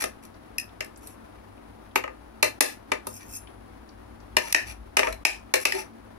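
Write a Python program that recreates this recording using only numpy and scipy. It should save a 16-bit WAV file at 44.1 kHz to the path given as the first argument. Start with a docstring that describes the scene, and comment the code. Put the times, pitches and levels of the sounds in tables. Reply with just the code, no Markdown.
"""Cutlery on a plate

A steel spoon and fork knock, scrape and squeak on a plate close to a phone standing on a dining table.
Blows and strokes ring banks of damped modes; squeaks are sagging tones; moist food ticks in band noise.
A small hard room answers with an echo and a dense tail, over an appliance's hum, air and a low rumble.
The phone's look-ahead limiter flattens the hardest knocks."""
import sys
import numpy as np
from scipy import signal
from scipy.fft import rfft, irfft
from scipy.io import wavfile
from scipy.ndimage import uniform_filter1d

SR = 44100
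rng = np.random.default_rng(int(sys.argv[2]) if len(sys.argv) > 2 else 0)


def transcribe(signal):
    """Save signal, clipped to [-1, 1], as a 16-bit WAV file at the path in sys.argv[1]."""
    frames = np.atleast_2d(signal).T
    limited = np.clip(frames, -1, 1)
    pcm = np.round(limited * 32767).astype(np.int16)
    wavfile.write(sys.argv[1], SR, pcm)


N = 272521
TIME = np.arange(N) / SR


def amp(db):
    """Turn decibels into an amplitude factor."""
    return 10 ** (np.asarray(db) / 20)


def unit(x):
    """Scale a sound to an RMS of one."""
    return x / np.sqrt(np.mean(x ** 2) + 1e-18)


def add(out, s, x):
    """Mix a sound in at time s."""
    i = max(int(s * SR), 0)
    out[:, i:i + x.shape[-1]] += x[..., :N - i]


def band(x, lo, hi, order=5):
    """Keep the range from lo to hi Hz."""
    sos = signal.butter(order, [lo, min(hi, SR / 2 - 100)], "band", fs=SR, output="sos")
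    return signal.sosfilt(sos, x)


def curve(points, hz):
    """Read (Hz, value) points on a log-frequency axis."""
    f, value = np.transpose(points)
    return np.interp(np.log(np.maximum(hz, 1)), np.log(f), value)


def stereo_noise(n, alike_hz):
    """Noise at the two ports: alike in the bass, unrelated in the treble."""
    hz = np.arange(n // 2 + 1) * SR / n
    alike = 1 / (1 + (hz / alike_hz) ** 4)
    shared = rfft(rng.standard_normal(n))
    own = rfft(rng.standard_normal((2, n)))
    return irfft(np.sqrt(alike) * shared + np.sqrt(1 - alike) * own, n)


def ring(modes, t, damping, spread, scatter_db=0, loss=0):
    """Free ringing of damped modes: scatter reweights them, loss shortens the higher ones."""
    hz, width, db = np.transpose(modes)[:, :, None]
    # the contact point weights the modes
    size = amp(db + scatter_db * rng.standard_normal(hz.shape)) * width
    phase = rng.uniform(0, 2 * np.pi, hz.shape)
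    # higher modes reach the two ports in different phase
    phase = phase + spread * np.minimum(hz / 3000, 1) * rng.standard_normal((2,) + hz.shape)
    # the grip damps the higher modes
    decay = np.exp(-np.pi * (damping * width + loss * hz) * t)
    return unit(np.sum(size * decay * np.sin(2 * np.pi * hz * t + phase), axis=1))


# appliance hum: f/Hz, level/dB before the blend of steady and wavering tone, wavering share (0-1)
HUM = [(55.7, -60.5, 0.64), (99.1, -54.5, 0.57), (225.3, -57.5, 0.83)]
# colour of the room air: f/Hz, relative level/dB per Hz
AIR_COLOUR = [(25, -22.5), (70, -20.5), (130, -22.5), (300, -11.5), (450, -18.5), (750, -19), (1400, -25),
              (2800, -36), (5000, -42), (8000, -50), (10300, -40.5), (12500, -49.5), (16000, -52)]
AIR_DB = -49.5
# the low rumble builds while the spoon works on the plate, then drops back
RUMBLE_DB, SWELL_DB, SWELL_PEAK_S, SWELL_RISE_S, SWELL_FALL_S = -58.5, 13.5, 5.12, 2.06, 0.4


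def background(sway_db=1.02):
    """A wavering hum of tones and narrow noise in swaying air, and the rumble of the table."""
    hz = np.arange(N // 2 + 1) * SR / N
    air = unit(irfft(rfft(stereo_noise(N, alike_hz=513)) * amp(curve(AIR_COLOUR, hz)), N))
    sway = unit(band(rng.standard_normal(N), 0.45, 11, order=1))
    hum = 0
    for f, db, waver in HUM:
        steady = np.sqrt(2) * np.sin(2 * np.pi * f * TIME)
        wavering = unit(band(rng.standard_normal(N), f - 5, f + 5, order=2))
        hum = hum + amp(db) * ((1 - waver) * steady + waver * wavering)
    swell = np.interp(TIME - SWELL_PEAK_S, [-SWELL_RISE_S, 0, SWELL_FALL_S], [0, 1, 0])
    rumble = unit(band(rng.standard_normal(N), 49, 63, order=2))
    rumble = amp(RUMBLE_DB + SWELL_DB * swell) * rumble
    return amp(AIR_DB + sway_db * sway) * air + hum + rumble


# short strokes across the plate: t/s, length/s, plate level/dB, fork tips relative to the plate/dB
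STROKES = [(0.0, 0.04, -34, -5), (0.221, 0.043, -55, 0), (1.007, 0.15, -63.5, 7.5),
           (3.192, 0.049, -49.5, -29), (4.388, 0.15, -41, -14), (4.654, 0.085, -42.5, -11),
           (4.996, 0.13, -41, -17), (5.593, 0.062, -39, -2), (5.702, 0.14, -37.5, -12.5)]
# one long draw of the fork over the spoon: t/s, level/dB before DRAW_DB is added
DRAW = [(3.09, -52), (3.122, -53), (3.168, -44), (3.202, -63), (3.272, -57), (3.364, -36.5), (3.4, -71)]
# resonances of the plate (the blows ring them too): f/Hz, width/Hz, relative level/dB per width
PLATE = [(270, 13, -15.5), (369.7, 19.3, -8), (510.7, 13.9, 0.5), (622, 27.4, -5), (836, 69, -11),
         (905, 51, -7), (1078, 29, -12.5), (1222, 19, -6.5), (1813, 290, -8.5), (1772, 73, -5.5),
         (2055, 24, -4.5), (2285, 87, -6.5), (2429, 25, -2), (2662, 55, -6), (2883, 96, -10.5),
         (3692, 36, -8.5), (4202, 84, -7.5), (5090, 180, -8), (5950, 156, -6.5), (6700, 57, -33),
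         (8710, 51, -39), (10490, 70, -3.5), (10960, 130, -7.5), (13230, 90, -57)]
# resonances of the fork's neck: f/Hz, width/Hz, relative level/dB per width
FORK_NECK = [(2620, 130, -7), (5400, 80, -3), (5610, 50, -5), (6280, 120, 0), (7330, 160, -6),
             (7750, 150, -8)]
# resonances of the fork's tips: f/Hz, width/Hz, relative level/dB per width
FORK_TIPS = [(8860, 510, -8), (9680, 53, 13), (10850, 190, 11), (11500, 130, 7.5), (12300, 140, 3.5),
             (12600, 98, -30), (14540, 71, 1), (14700, 63, -20.5)]
# fork and spoon pressed together: f/Hz, width/Hz, relative level/dB per width
CROSSED = [(2650, 94, -8.5), (5350, 170, -2), (6330, 120, 0), (7510, 210, -3), (9100, 310, -2),
           (10500, 52, -7), (11200, 24, 5.5), (11650, 150, -12), (12500, 130, -5), (13100, 140, -5),
           (14300, 41, -11), (15100, 48, -12)]
# every stroke presses in, holds and lifts off (shares of its length); the neck rings under the tips
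PRESS_SHARE, LIFT_SHARE, NECK_DB = 0.16, 0.28, -6.5
DRAW_DB, DRAW_TIPS_DB, DRAW_PLATE_DB = 2, -9, -19  # tips and plate relative to the crossed pieces


def scrapes(grit_db=5, rasp_db=-9, build_s=0.0009):
    """Dense uneven slips of steel drive the plate, the fork and its tips, or fork and spoon together."""
    out, t = np.zeros((2, N)), np.arange(SR // 12) / SR
    slips = rng.standard_normal(N)
    # the grit changes every 64 samples
    slips = slips * np.repeat(amp(grit_db * rng.standard_normal(N // 64 + 1)), 64)[:N]

    bodies = [ring(modes, t, damping=1, spread=0.8) for modes in (PLATE, FORK_NECK, FORK_TIPS, CROSSED)]
    bodies[3] = bodies[3] * (1 - np.exp(-t / build_s))  # the joined pieces take a moment to ring up
    driven = [unit(signal.fftconvolve(slips[None], body, axes=1)[:, :N]) for body in bodies]
    plate, neck, tips, crossed = driven
    rasp = unit(band(slips, 590, 3000, order=1))
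    plate = unit(plate + amp(rasp_db) * rasp)

    for start, length, db, steel_db in STROKES:
        along = (TIME - start) / length
        pressure = np.clip(np.minimum(along / PRESS_SHARE, (1 - along) / LIFT_SHARE), 0, 1)
        fork = tips + amp(NECK_DB) * neck
        out += amp(db) * pressure * (plate + amp(steel_db) * fork)

    # silent before and after the draw
    draw_db = np.interp(TIME, *np.transpose(DRAW), left=-np.inf, right=-np.inf)
    drawn = crossed + amp(DRAW_TIPS_DB) * tips + amp(DRAW_PLATE_DB) * plate
    return out + amp(DRAW_DB + draw_db) * drawn


# cutlery blows: t/s, clink level/dB at 1.5-3.2 kHz, then relative to the clink:
# weight on the plate/dB (below 1.5 kHz), hardness of the contact/dB (3.2-8 kHz)
BLOWS = [(0.02, -43.5, 10, 4), (0.0384, -32, 5, 0), (0.5818, -30, -33, -1), (0.5966, -44.5, -25, 4),
         (0.8053, -30.5, -5, -7), (0.845, -61, -16, 7.5), (1.071, -66.5, -2, 14), (1.9567, -21, 1, -8),
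         (2.0377, -36, 5, -14.5), (2.0762, -43.5, 8, -17), (2.4263, -15, -1.5, -2), (2.606, -6.5, -1, 1.5),
         (2.917, -24, 1, -8.5), (3.0681, -56, 22.5, 13), (4.3664, -17, -3, -5.5), (4.5243, -32.5, -11.5, 5),
         (4.5455, -6.5, -10.5, -8.5), (4.968, -16, -3, -5), (4.991, -22.5, 2.5, -7), (5.0298, -24, -1, -17),
         (5.0693, -30, 4, -12.5), (5.1247, -41, -2, -1), (5.2499, -5.5, -9, -5.5),
         (5.5378, -16.5, -0.5, -2.5), (5.6517, -14.5, -6, -3.5), (5.721, -26.5, -19, -6.5)]
# resonances of the spoon: f/Hz, width/Hz, relative level/dB per width
SPOON = [(1790, 90, -4), (1890, 60, -2), (2570, 110, -2), (5120, 120, 0), (6000, 150, -10),
         (7560, 130, -13), (9770, 170, -9), (11440, 110, -9), (13000, 120, -15)]
# edges of the bands of weight, clink, hardness and sparkle: f/Hz
BLOW_BAND_EDGES = [250, 1500, 3200, 8000, 13800]
# a harder contact lifts the top octave faster than the treble
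SPARKLE_DB, SPARKLE_PER_HARDNESS = -1.5, 1.82
# a heavier blow rings the plate more than the spoon: plate level at zero weight
KNOCK_DB = 8.5


def blows(crack_db=-1, crack_t60=0.02, spoon_db=-9, rise_s=0.0016, contact_s=0.022,
          after_db=-6, glance=1.0, grip_shift=0.014):
    """Each blow cracks and rings plate and spoon; its weight and hardness set its colour."""
    out, t = np.zeros((2, N)), np.arange(SR // 8) / SR
    attack = SR * 12 // 1000  # the first 12 ms set the band levels
    for s, clink_db, weight_db, hard_db in BLOWS:
        crack = unit(stereo_noise(len(t), alike_hz=2310) * amp(-60 * t / crack_t60))
        bend = 1 + grip_shift * rng.standard_normal()  # the load of the cutlery detunes the plate
        plate = ring(PLATE, bend * t, damping=1.58, spread=0.76, scatter_db=3, loss=0.0027)
        knock = plate + amp(crack_db) * crack
        spoon = ring(SPOON, t, damping=1.1, spread=0.7, scatter_db=2)
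        hit = amp(KNOCK_DB + weight_db) * knock + amp(spoon_db) * spoon

        # a glancing blow that hardly moves the plate is over sooner
        firm = amp(glance * np.clip(weight_db, -12, 0))
        # the hand and the food smother most of the ring within milliseconds
        smother = firm * amp(after_db) + np.exp(-(t / (firm * contact_s)) ** 2)
        hit = hit * (1 - np.exp(-t / rise_s)) * smother

        sparkle_db = SPARKLE_DB + SPARKLE_PER_HARDNESS * hard_db
        colour_db = weight_db, 0, hard_db, sparkle_db
        coloured = 0
        for gain_db, lo, hi in zip(colour_db, BLOW_BAND_EDGES, BLOW_BAND_EDGES[1:]):
            part = band(hit, lo, hi)
            coloured = coloured + amp(gain_db) * part / part[:, :attack].std(axis=1, keepdims=True)
        add(out, s, amp(clink_db) * coloured)
    return out


# room decay: f/Hz, t60/s
ROOM_T60 = [(200, 0.25), (530, 0.19), (1400, 0.19), (3700, 0.19), (9700, 0.18), (15000, 0.19)]


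def room(x, wet_db=-7, build_s=0.0009, treble_db=-2.0, echo_db=-17, echo_s=0.018):
    """Dense reflections from near walls build up quickly and die at a rate set for each band."""
    t = np.arange(SR // 2) / SR
    edges = np.geomspace(120, 17000, 9)
    noise, tail = stereo_noise(len(t), alike_hz=750), 0
    for lo, hi in zip(edges, edges[1:]):
        hz = np.sqrt(lo * hi)
        decay_db = treble_db * hz / 10000 - 60 * t / curve(ROOM_T60, hz)
        tail = tail + band(noise, lo, hi, order=3) * amp(decay_db)
    tail = unit(tail * (1 - np.exp(-(t / build_s) ** 2))) / np.sqrt(len(t))
    wet = signal.fftconvolve(x, tail, axes=1)[:, :N]
    echo = np.pad(x, ((0, 0), (int(echo_s * SR), 0)))[:, :N]  # the nearest wall answers on its own
    return amp(wet_db) * wet + amp(echo_db) * echo


# the clearest wet ticks of food: t/s, level/dB before gain and envelope, centre f/Hz
SQUISHES = [(0.69, -44, 3140), (0.959, -41.5, 6400), (0.973, -37.5, 10000), (3.471, -39, 2960),
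            (3.889, -42, 4700)]
# fainter ones come at random, with levels on the same scale
SQUISH_COUNT, SQUISH_DB, SQUISH_SCATTER_DB = 12, -48.5, 1.5
SQUISH_HZ, SQUISH_SCATTER_OCT = 4450, 0.54


def food(gain_db=-10, swell_s=0.0023, width=1.23):
    """Moist food parts in small, quick ticks of band noise: a few clear ones among faint random ones."""
    out, t = np.zeros((2, N)), np.arange(SR // 25) / SR
    faint = []
    for _ in range(SQUISH_COUNT):
        s = rng.uniform(0, TIME[-1])
        db = SQUISH_DB + SQUISH_SCATTER_DB * rng.standard_normal()
        hz = SQUISH_HZ * 2 ** (SQUISH_SCATTER_OCT * rng.uniform(-2, 1.2))
        faint.append((s, db, hz))
    envelope = t / swell_s * np.exp(1 - t / swell_s)  # peaks at swell_s
    for s, db, hz in SQUISHES + faint:
        tick = unit(band(stereo_noise(len(t), alike_hz=4000), hz / width, hz * width, order=2))
        add(out, s, amp(db + gain_db) * tick * envelope)
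    return out


# thin high notes of steel ring on: the spoon after its knock at 1.956 s, the fork's tines after
# the two scrapes: t/s, f/Hz, starting level/dB of the sine's peak, t60/s
STEEL_NOTES = [(1.956, 11450, -27.5, 0.072), (3.36, 10247, -55, 0.58), (4.7, 10160, -58, 0.36)]


def steel_notes():
    """Thin high notes of spoon and fork: single modes as sines that die away exponentially."""
    out, t = np.zeros((2, N)), np.arange(SR // 2) / SR
    for s, hz, db, t60 in STEEL_NOTES:
        add(out, s, amp(db - 60 * t / t60) * np.sin(2 * np.pi * hz * t))
    return out


# squeaks of steel sticking and slipping: t/s, length/s, first pitch f/Hz, level/dB before the fade
SQUEAKS = [(4.41, 0.082, 990, -42.5), (5.02, 0.062, 977, -32.5), (5.062, 0.055, 696, -29),
           (5.727, 0.06, 392.3, -29.5), (5.731, 0.105, 949, -40.5)]
SQUEAK_SAG_OCT_PER_S = 1.97  # the pitch falls as the stroke slows


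def squeaks(jitter=0.036, octave_db=-11):
    """The slips lock into a short, unsteady, sagging tone with its octave."""
    out = np.zeros((2, N))
    for start, length, hz, db in SQUEAKS:
        t = np.arange(int(length * SR)) / SR
        wobble = unit(uniform_filter1d(rng.standard_normal(SR // 4), size=90))[:len(t)]
        pitch = hz * 2 ** (-SQUEAK_SAG_OCT_PER_S * t) * (1 + jitter * wobble)
        phase = 2 * np.pi * np.cumsum(pitch) / SR
        tone = unit(np.sin(phase) + amp(octave_db) * np.sin(2 * phase))
        add(out, start, amp(db) * tone * np.hanning(len(t)))
    return out


def scene():
    """Cutlery and food sound in the room; the background lies under them."""
    table = blows() + scrapes() + squeaks() + steel_notes() + food()
    return table + room(table) + background()


def limiter(x, ceiling=0.69, release_db_per_s=130):
    """The gain dips just before each peak that would overload and climbs back at a steady rate."""
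    ahead_s, slew_s = 0.014, 0.006
    over_db = np.maximum(20 * np.log10(np.abs(x).max(axis=0) / ceiling + 1e-9), 0)
    recovery = release_db_per_s * TIME
    # hold the deepest cut so far, less what has recovered since
    cut_db = np.maximum.accumulate(over_db + recovery) - recovery
    cut_db = np.interp(TIME + ahead_s, TIME, cut_db)
    return x * amp(-uniform_filter1d(cut_db, int(slew_s * SR) + 1))


# the two ports differ in colour: f/Hz, left minus right level/dB
PORT_BALANCE = [(60, 4.5), (250, 3), (500, 4), (1100, 6), (2200, 5), (3800, 1.5), (8000, 2.5), (14000, 1.8)]
PORT_LAG = 38  # samples
TOP_HZ = 15800


def record(dry):
    """Sound reaches the left port later and louder; the phone limits the peaks and cuts the top."""
    hz = np.arange(N // 2 + 1) * SR / N
    half_balance_db = curve(PORT_BALANCE, hz) / 2
    left, right = irfft(rfft(dry) * amp(np.array([[1], [-1]]) * half_balance_db), N)
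    ports = np.array([np.pad(left, (PORT_LAG, 0))[:N], right])
    top_cut = signal.ellip(8, 0.2, 70, TOP_HZ, fs=SR, output="sos")
    return signal.sosfilt(top_cut, limiter(ports))


dry = scene()
out = record(dry)
transcribe(out)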